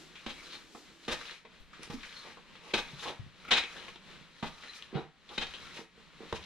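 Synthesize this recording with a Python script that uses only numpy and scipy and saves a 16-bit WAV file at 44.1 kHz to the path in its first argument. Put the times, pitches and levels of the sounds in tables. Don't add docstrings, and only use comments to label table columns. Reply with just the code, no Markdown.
import sys
import numpy as np
from scipy import signal
from scipy.fft import rfft, irfft, next_fast_len
from scipy.io import wavfile
from scipy.ndimage import uniform_filter1d

SR = 44100
rng = np.random.default_rng(int(sys.argv[2]) if len(sys.argv) > 2 else 0)


def wav_record(signal):
    frames = np.transpose(np.atleast_2d(signal))
    bounded = np.clip(frames, -1, 1)
    quanta = np.round(bounded * 32767).astype(np.int16)
    wavfile.write(sys.argv[1], SR, quanta)


N = 284445
TIME = np.arange(N) / SR


# (time [s], thud level [dB], thud pitch [Hz], knock level [dB], crunch level [dB],
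#   fine sand level [dB], crunch pitch [Hz], sole's crunch against landing [dB], rise [s], decay [s],
#   sole follows after [s], sole's knock against landing [dB], grinding level [dB], grinding ends after [s])
FOOTSTEPS = [(0.262, -29, 255, -40, -38, -55.5, 2770, -5.5, 0.0025, 0.012, 0.043, -9.5, -51.5, 0.33),
             (1.079, -26, 230, -37, -36, -46.5, 2310, 0, 0.0023, 0.034, 0.048, 0.5, -46.5, 0.26),
             (1.896, -30.5, 170, -43.5, -46.5, -52, 2200, -8.5, 0.0094, 0.014, 0.044, -21, -51, 0.41),
             (2.735, -24, 238, -27.5, -25.5, -38.5, 2500, -11.5, 0.0058, 0.013, 0.052, -11.5, -54, 0.36),
             (3.506, -43, 160, -29.5, -22, -43, 2700, -5.5, 0.011, 0.027, 0.073, -10, -52, 0.41),
             (4.425, -21.5, 170, -33.5, -41.5, -57, 3260, -5.5, 0.0035, 0.021, 0.048, -19, -52.5, 0.41),
             (5.377, -29.5, 186, -36, -28.5, -53, 2800, -7.5, 0.0044, 0.0057, 0.047, -5.5, -52.5, 0.38),
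             (6.325, -25.5, 380, -28.5, -38.5, -51, 3550, -8, 0.0021, 0.0045, 0.037, -24, -50, 0.23)]
# (time [s], crunch level [dB], crunch pitch [Hz], knock level [dB], decay [s])
SHORT_TAPS = [(0.154, -43.5, 2540, -84, 0.025), (0.508, -43, 4000, -73, .008),
              (0.748, -50, 1390, -44, 0.011), (1.049, -43, 3900, -68, 0.003),
              (1.210, -38, 1500, -48, 0.0083), (1.271, -50, 3200, -60, 0.0058),
              (1.314, -43, 1320, -49, .007), (1.45, -49.5, 2140, -50, 0.011), (1.73, -46, 1400, -78, 0.039),
              (2.03, -38.5, 2020, -76, 0.015), (2.125, -44, 3300, -72, 0.0043),
              (2.370, -52, 1500, -49, 0.013), (2.552, -50.5, 2760, -57, 0.021),
              (3.480, -44.5, 2400, -64, 0.014), (3.519, -29, 2540, -32, 0.0026),
              (3.531, -24, 3400, -28, .004), (3.636, -34, 3000, -42, .005), (3.880, -42, 2200, -47, 0.011),
              (3.957, -45, 3160, -48.5, 0.0051), (4.634, -44, 1880, -53, 0.034),
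              (4.822, -38.5, 2880, -68, 0.0047), (5.29, -45.5, 3470, -66, 0.014),
              (5.466, -37.5, 4000, -48, 0.0059), (5.536, -39.5, 3080, -51.5, 0.016)]
# (frequency [Hz], level [dB per Hz])
KNOCK_COLOUR = [(130, -11.5), (250, -3), (350, -2), (490, 2.5), (610, -3), (800, -3), (1050, 0),
                (1400, -9.5), (2000, -11.5), (4000, -62)]
# (frequency [Hz], level [dB per Hz])
CRUNCH_COLOUR = [(400, -52), (900, -3.5), (1400, 4.5), (2100, 3.5), (2600, 5), (3000, 3), (3350, 6.5),
                 (3900, 4.5), (4250, 2.5), (4700, -5), (6300, -6.5), (9000, -17.5), (15000, -53)]
# (frequency [Hz], level [dB per Hz])
SAND_COLOUR = [(2000, -13), (4000, -0.5), (5200, -0.5), (6400, -4.5), (8000, -13), (10500, -15),
               (12000, -22.5), (15000, -27)]
SOLE_SAND_DB, SOLE_THUD_DB, SOLE_HALF_S = 7.5, -11, 0.011
GRIND_TILT_DB, GRIND_FROM_S, GRIND_FADE_S = (-14, -1.5, -6.5), 0.091, 0.059
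CRACK_DB, CRACK_DECAY_S, CRACK_HZ = 5.5, 0.004, (1280, 4140)
HARD_CRUNCH_DB = -25


def footfalls(tap_rise_s=0.002, step_q=0.85, tap_q=2.8, cracks_per_step=3):
    grit = texture(CRUNCH_COLOUR, grains_per_s=7000, grain_db=-2.0, even_s=0.0041)
    power, crunch, hard = np.zeros((3, 2, N))
    for (s, _, _, knock_db, crunch_db, sand_db, hz, sole_crunch_db, rise, decay,
         sole_after, sole_db, grind_db, grind_ends) in FOOTSTEPS:
        landing = blow(s, rise, decay)
        sole = swell(s + sole_after, SOLE_HALF_S)
        power += drive([knock_db, sand_db], landing)
        power += drive([knock_db + sole_db, sand_db + sole_crunch_db + SOLE_SAND_DB], sole)

        force = np.hypot(landing, from_db(sole_crunch_db) * sole)
        crushed = focus(from_db(crunch_db) * force * grit, hz, step_q)
        crunch += crushed
        hard += min(from_db(crunch_db - HARD_CRUNCH_DB), 1) * crushed

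        earliest, latest = (GRIND_FROM_S, CRACK_HZ[0]), (grind_ends, CRACK_HZ[1])
        for after, crack_hz in rng.uniform(earliest, latest, (cracks_per_step, 2)):
            crack = from_db(CRACK_DB + grind_db) * blow(s + after, tap_rise_s, CRACK_DECAY_S)
            crunch += focus(crack * grit, crack_hz, tap_q)
    for s, crunch_db, hz, knock_db, decay in SHORT_TAPS:
        force = blow(s, tap_rise_s, decay)
        power[:1] += drive([knock_db], force)
        crunch += focus(from_db(crunch_db) * force * grit, hz, tap_q)
    knock, sand = np.sqrt(power)
    knocks = knock * texture(KNOCK_COLOUR, even_s=0.0036)
    fine_sand = sand * texture(SAND_COLOUR, grains_per_s=13000, grain_db=-1.5)
    return crunch + narrow_peaks(hard) + knocks + fine_sand


# (time [s], level [dB], pitch [Hz])
DULL_KNOCKS = [(.748, -38.5, 384), (1.446, -45.5, 520), (1.791, -41.5, 277), (1.803, -42, 450),
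               (1.873, -41, 420), (1.93, -36, 330), (2.258, -45, 300), (2.282, -44, 320), (4.926, -31, 330),
               (4.944, -34, 250), (4.954, -24.5, 730), (4.977, -28, 600), (5.001, -34, 480),
               (5.765, -41.5, 330), (5.788, -37, 330), (5.812, -41, 322), (5.975, -46, 450),
               (6.203, -34, 443), (6.232, -37.5, 400)]
# (frequency [Hz], level [dB], time to fall 60 dB [s])
THUD_MODES = [(48, -15, .1), (80, -5.5, 0.036), (163.5, -8.5, 0.094), (224.6, -7.5, 0.071),
              (327.3, -6.5, 0.046), (442, -4.5, 0.058), (774, -10, 0.072), (1110, -30, 0.021),
              (1270, -18, .05)]


def thuds(uneven_db=2.5, push_s=0.0041, db_per_octave=8.0, slap_hz=200):
    contacts = [row[:3] for row in FOOTSTEPS] + list(DULL_KNOCKS)
    contacts += [(s + sole_after, db + sole_db + SOLE_THUD_DB, slap_hz)
                 for s, db, *_, sole_after, sole_db, _, _ in FOOTSTEPS]
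    hz, mode_db, t60 = np.transpose(THUD_MODES)[:, :, None]
    age = TIME[:SR // 4]
    out = np.zeros(N + SR)
    signs = (-1) ** np.arange(len(THUD_MODES))[:, None]
    envelopes = from_db(mode_db - 60 * age / t60) * np.minimum(age / push_s, 1)
    rings = signs * envelopes * np.sin(2 * np.pi * hz * age)
    chances = rng.normal(0, uneven_db, (len(contacts), len(THUD_MODES)))
    for (s, db, pitch), chance in zip(contacts, chances):
        start = int(s * SR)
        strengths = db + chance - db_per_octave * np.abs(np.log2(hz[:, 0] / pitch))
        out[start:start + len(age)] += from_db(strengths) @ rings
    return out[:N]


# (frequency [Hz], width [Hz], level against the crunch [dB])
CRUNCH_PEAKS = [(2512, 41, 3.5), (3100, 43, 3), (3725, 72, 3.5), (3990, 26, 5)]


def narrow_peaks(x):
    out = 0
    for hz, width, db in CRUNCH_PEAKS:
        b, a = signal.iirpeak(hz, hz / max(width, 10), fs=SR)
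        out = out + from_db(db) * signal.lfilter(b, a, x)
    return out


# (time [s], rub level [dB], crunch level [dB], crunch pitch [Hz],
#   fine sand level [dB], half length [s])
SHOE_SCUFFS = [(0.543, -64, -46.5, 4000, -56, 0.017), (1.293, -70, -47.5, 2350, -74, 0.024),
               (1.838, -62, -49, 2200, -55, 0.017), (2.276, -53.5, -51.5, 1960, -67, 0.032),
               (2.703, -54.5, -53, 2400, -60, 0.05), (3.007, -75, -46.5, 3980, -51.5, 0.017),
               (3.039, -50.5, -40, 1640, -46, 0.0095), (3.085, -39.5, -43, 3520, -51, 0.026),
               (3.765, -53.5, -57, 1700, -72, 0.015), (3.826, -55.5, -50, 3430, -70, 0.041),
               (4.764, -76, -61, 3500, -53.5, 0.017), (4.978, -52, -49, 1400, -68, 0.037),
               (5.322, -52, -56, 1300, -64, 0.017), (5.356, -61, -51.5, 3700, -57, 0.016),
               (5.759, -60, -49.5, 2980, -53, 0.016), (5.792, -52, -51, 2440, -55, 0.021),
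               (6.238, -55, -76, 1000, -78, 0.027)]
# (frequency [Hz], level [dB per Hz])
DRAG_COLOUR = [(400, -41), (900, 8.5), (1500, 3.5), (2400, 5), (3300, 4), (4100, 4.5), (4800, -22),
               (6500, -41), (10000, -44)]
SKIM_DB, SKIM_LEAD_S, SKIM_HALF_S = (-71, -59.5, -65), 0.0038, 0.079


def scuffs(catch_db=1.5, catches_per_s=70, drag_q=2.0):
    power = np.zeros((3, N))
    for s, *_, grind_db, grind_ends in FOOTSTEPS:
        power += drive(SKIM_DB, swell(s - SKIM_LEAD_S, SKIM_HALF_S))
        weight = press(s + GRIND_FROM_S, s + grind_ends, GRIND_FADE_S)
        power += drive(np.add(GRIND_TILT_DB, grind_db), weight)
    drag = texture(DRAG_COLOUR, grains_per_s=3000, grain_db=0.0)
    drags = 0
    for s, rub_db, crunch_db, hz, sand_db, half_length in SHOE_SCUFFS:
        force = swell(s, half_length)
        power[::2] += drive([rub_db, sand_db], force)
        drags = drags + focus(from_db(crunch_db) * force * drag, hz, drag_q)
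    grip = from_db(catch_db * wander(catches_per_s))
    rub, crunch, sand = grip * np.sqrt(power)
    return (rub * texture(KNOCK_COLOUR, grains_per_s=2500, grain_db=-0.5, even_s=0.1)
            + crunch * rolling_grit() + grip * drags
            + sand * texture(SAND_COLOUR, grains_per_s=14000, grain_db=2.5))


def rolling_grit(catch_db=3.0, catches_per_s=55, q=5.2, sizes=5):
    grains = texture(DRAG_COLOUR, grains_per_s=2200, grain_db=1.5)
    out = 0
    for k, hz in enumerate(np.geomspace(*CRACK_HZ, sizes)):
        b, a = signal.iirpeak(hz, max(q, .5), fs=SR)
        grip = from_db(catch_db * wander(catches_per_s))
        out = out + (-1) ** k * grip * signal.lfilter(b, a, grains)
    return rms_one(out)


# (time [s], level [dB], half length [s], pitch in the middle [Hz], glide [octaves per s])
SOLE_RASPS = [(0.401, -51, 0.01, 2200, 1), (.535, -51, 0.018, 4300, 0), (2.183, -52, .025, 4200, -1),
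              (3.766, -50, 0.011, 1680, 0.5), (4.661, -57, 0.051, 1600, 7), (4.695, -51, 0.012, 4050, -0.5),
              (4.98, -51, 0.014, 3850, -1.5), (5.651, -56, .022, 1400, -4.5)]


def rasps(width_hz=230, catch_db=-0.5, catches_per_s=60):
    low_pass = signal.butter(2, width_hz / 2, fs=SR, output="sos")
    chatter = rms_one(signal.sosfilt(low_pass, rng.standard_normal((2, N))))
    chatter = chatter * from_db(catch_db * wander(catches_per_s))
    out = 0
    for s, db, half_length, hz, glide in SOLE_RASPS:
        octaves = np.clip(glide * (TIME - s), -1, 1)
        phase = 2 * np.pi * np.cumsum(hz * 2 ** octaves) / SR
        rasp = chatter[0] * np.cos(phase) + chatter[1] * np.sin(phase)
        out = out + from_db(db) * swell(s, half_length) * rasp
    return out


# (time [s], level [dB], half length [s])
RUBBER_SQUEAKS = [(3.452, -45, 0.0036), (3.491, -42.5, 0.0092)]
# (frequency [Hz], level [dB per Hz])
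SQUEAK_COLOUR = [(900, -24), (1250, -18), (1400, -2.5), (1600, -31), (2300, -13), (3000, -30), (8000, -47)]


def squeaks():
    force = sum(from_db(db) * swell(s, half_length) for s, db, half_length in RUBBER_SQUEAKS)
    return force * texture(SQUEAK_COLOUR, even_s=0.0065)


# (time [s], level [dB], decay [s])
BRIGHT_TICK = (1.832, -39, 0.0014)
# (frequency [Hz], level [dB per Hz])
BRIGHT_TICK_COLOUR = [(500, -27), (2000, -6), (6000, 6), (10000, 2), (15000, -21)]


def tick(rise_s=0.00053):
    s, db, decay = BRIGHT_TICK
    return from_db(db) * blow(s, rise_s, decay) * texture(BRIGHT_TICK_COLOUR)


# (time [s], level [dB], starting pitch [Hz], decay [s], left minus right [dB])
HOLLOW_BUMPS = [(1.939, -34.5, 268, 0.014, 1), (2.932, -42, 156, 0.011, 8), (3.194, -39.5, 111, 0.011, 18),
                (3.263, -45, 160, 0.0061, -8), (4.209, -48.5, 180, 0.0135, -3),
                (4.953, -28, 160, 0.01, -10), (6.328, -36, 91, 0.011, 5)]


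def bumps(rise_s=0.0033, sag_per_s=2.1):
    out = np.zeros((2, N))
    for s, db, hz, decay, pan_db in HOLLOW_BUMPS:
        age = np.clip(TIME - s, 0, .2)
        tone = np.sin(2 * np.pi * hz * age * (1 - sag_per_s * age))
        sides_db = db + pan_db * np.array([[.5], [-.5]])
        out += from_db(sides_db) * blow(s, rise_s, decay) * tone
    return out


# (time [s], level [dB], decay [s])
HOLLOW_RATTLE = (4.932, -33.5, 0.028)
# (frequency [Hz], level [dB per Hz])
HOLLOW_RATTLE_COLOUR = [(60, -18), (165, 7.5), (230, -5), (330, 5.5), (470, 7), (600, -9), (780, 1),
                        (950, -19), (1300, -10), (1700, -17), (4000, -19.5), (6000, -41), (12000, -68)]


def clonk(rise_s=0.03):
    s, db, decay = HOLLOW_RATTLE
    return from_db(db) * blow(s, rise_s, decay) * texture(HOLLOW_RATTLE_COLOUR, even_s=0.0055)


# (average echo delay [s], level [dB])
LEDGE_ECHOES = [(.0017, -22), (.0036, -17), (.0062, -21)]


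def ledges(x, sway=0.127, sways_per_s=2.5, lowest_hz=900):
    high_pass = signal.butter(1, lowest_hz, "high", fs=SR, output="sos")
    treble = signal.sosfilt(high_pass, x)
    knots = np.linspace(0, TIME[-1], int(TIME[-1] * sways_per_s) + 1)
    out = x.copy()
    for delay, db in LEDGE_ECHOES:
        drift = np.interp(TIME, knots, rng.uniform(-1.067, 1, len(knots)))
        path = delay * (1 + sway * drift)
        out += from_db(db) * np.array([np.interp(TIME - path, TIME, side) for side in treble])
    return out


# (frequency [Hz], time to fall 60 dB [s])
PASSAGE_RING = [(100, 0.37), (400, 0.19), (1500, 0.43), (4000, 0.26), (12000, 0.36)]


def passage(x, near_db=-6.5, near_decay_s=0.024, tail_db=-9.5, tail_rise_s=0.035):
    size = SR
    t, hz = TIME[:size], bins(size)
    hits = (rng.random(size) < 500 / SR) * (t > .002)
    echoes = rng.standard_normal((2, size)) * hits
    near = irfft(spread(echoes * np.exp(-t / near_decay_s)), size)

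    diffuse, tail = spread(rng.standard_normal((2, size))), 0
    edges = np.geomspace(40, 20480, 10)
    for low, high in zip(edges, edges[1:]):
        band = irfft(diffuse * ((hz >= low) & (hz < high)), size)
        t60 = at_hz(PASSAGE_RING, np.sqrt(low * high))
        tail = tail + band * from_db(-60 * t / t60)
    tail = tail * np.minimum(t / tail_rise_s, 1)
    response = (from_db(near_db) * rms_one(near) + from_db(tail_db) * rms_one(tail)) / np.sqrt(size)
    return x + signal.fftconvolve(x[:1], response, axes=1)[:, :N]


# (time [s], level [dB])
HAND_JOLTS = [(.262, -50), (1.078, -50.5), (1.59, -55), (1.896, -47), (2.736, -47.5), (3.507, -49.5),
              (4.425, -49), (5.378, -47), (6.325, -66)]
# (frequency [Hz], level [dB per Hz])
HAND_JOLT_COLOUR = [(25, 4), (45, -1), (70, 0.5), (110, -13), (200, -13), (500, -40)]


def jolts(rise_s=0.013, decay_s=0.078):
    force = sum(from_db(db) * blow(s, rise_s, decay_s) for s, db in HAND_JOLTS)
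    return force * texture(HAND_JOLT_COLOUR)


# (time [s], level [dB])
HISS_LEVEL = [(0, -60.5), (1.6, -60.5), (2.5, -57), (3.3, -57), (4.15, -56.5), (4.35, -60), (5.2, -62),
              (6.1, -57), (6.45, -62)]
# (frequency [Hz], level [dB per Hz])
HISS_COLOUR = [(25, -3), (50, 0), (105, -5), (170, 5), (280, -5), (520, -6.5), (720, -12.5), (1100, -6.5),
               (2000, -6.5), (4100, -8), (4600, -14.5), (7000, -22), (10000, -31.5), (15000, -41)]
# (time [s], level [dB])
SOFT_RUSH_LEVEL = [(0, -59.5), (.25, -69), (.35, -53.5), (.7, -58.5), (1.05, -61), (1.4, -94)]
# (frequency [Hz], level [dB per Hz])
SOFT_RUSH_COLOUR = [(100, -55), (240, -25), (330, -16.5), (500, -31.5), (1000, -35), (4000, -30.5),
                    (7400, -36), (8300, -41.5), (15000, -52)]


def background():
    return wavering(HISS_LEVEL, HISS_COLOUR) + wavering(SOFT_RUSH_LEVEL, SOFT_RUSH_COLOUR)


def wavering(levels, colour, waver_db=3.5, wavers_per_s=9):
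    level_db = np.interp(TIME, *np.transpose(levels)) + waver_db * wander(wavers_per_s)
    return from_db(level_db) * texture(colour)


def texture(colour, grains_per_s=0, grain_db=0, even_s=0):
    size = next_fast_len(N, True)
    pair = rng.standard_normal((2, size))
    if grains_per_s:
        hits = rng.random(size) < grains_per_s / SR
        pair = pair * hits * from_db(grain_db * np.minimum(rng.exponential(1, size), 4))
    noise = irfft(spread(pair) * from_db(at_hz(colour, bins(size))), size)[:, :N]
    if even_s:
        local_power = uniform_filter1d(np.mean(noise ** 2, axis=0), int(even_s * SR) + 1)
        noise = noise / np.sqrt(local_power + 1e-12)
    return rms_one(noise)


# (frequency [Hz], likeness [-1 to 1, clipped just inside])
SIDE_LIKENESS = [(50, 0.37), (110, -0.6), (200, 0.5), (600, 1), (1300, 0.82), (2500, 0.7), (4200, 0.65),
                 (7000, 0.08), (14000, 1.3)]


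def spread(pair):
    alike = np.clip(at_hz(SIDE_LIKENESS, bins(pair.shape[1])), -.99, .99)
    mid, side = rfft(pair)
    return np.sqrt(1 + alike) * mid + np.sqrt(1 - alike) * side * [[1], [-1]]


def focus(x, hz, q, leak_db=-10):
    b, a = signal.iirpeak(hz, max(q, .5), fs=SR)
    return signal.lfilter(b, a, x) + from_db(leak_db) * x


def blow(s, rise, decay):
    age = np.maximum(TIME - s, 0)
    return np.minimum(age / rise, 1) * np.exp(-np.clip((age - rise) / decay, 0, 40))


def swell(s, half_length):
    return np.exp(-.5 * np.minimum(((TIME - s) / half_length) ** 2, 80))


def press(start, end, fade):
    return 0.23 * (1 + np.tanh((TIME - start) / fade)) * (1 - np.tanh((TIME - end) / fade))


def drive(levels_db, force):
    return np.outer(from_db(levels_db), force) ** 2


def wander(per_s):
    knots = np.arange(0, TIME[-1], 1 / per_s)
    return np.interp(TIME, knots, rng.standard_normal(len(knots)))


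def from_db(db):
    return 10 ** (np.asarray(db) / 20)


def rms_one(x):
    return x / np.sqrt(np.mean(x ** 2) + 1e-20)


def at_hz(points, hz):
    f, value = np.transpose(points)
    return np.interp(np.log(np.maximum(hz, 1)), np.log(f), value)


def bins(size):
    return np.arange(size // 2 + 1) * SR / size


def scene(shoes_db=-0.88):
    contacts = footfalls() + scuffs() + rasps() + squeaks() + tick()
    shoes = from_db(shoes_db) * ledges(contacts)
    return passage(thuds() + shoes + bumps() + clonk()) + jolts() + background()


# (frequency [Hz], left minus right [dB])
PORT_BALANCE = [(50, 4), (110, 2.5), (200, -4.5), (380, -3), (690, -3), (1270, 1.5), (2400, 4), (4300, 3),
                (8000, -3), (14000, 2)]
CUTOFF_HZ = 14800


def record(dry):
    size = next_fast_len(N + 4096, True)
    hz = bins(size)
    colour = from_db(at_hz(PORT_BALANCE, hz) * np.array([[.5], [-.5]]))
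    delay = np.exp(-2j * np.pi * hz / SR * np.array([[1], [0]]))
    low_pass = 1 / np.sqrt(1 + (hz / CUTOFF_HZ) ** 160)
    return irfft(rfft(dry, size) * colour * delay * low_pass, size)[:, :N]


dry = scene()
out = record(dry)
wav_record(out)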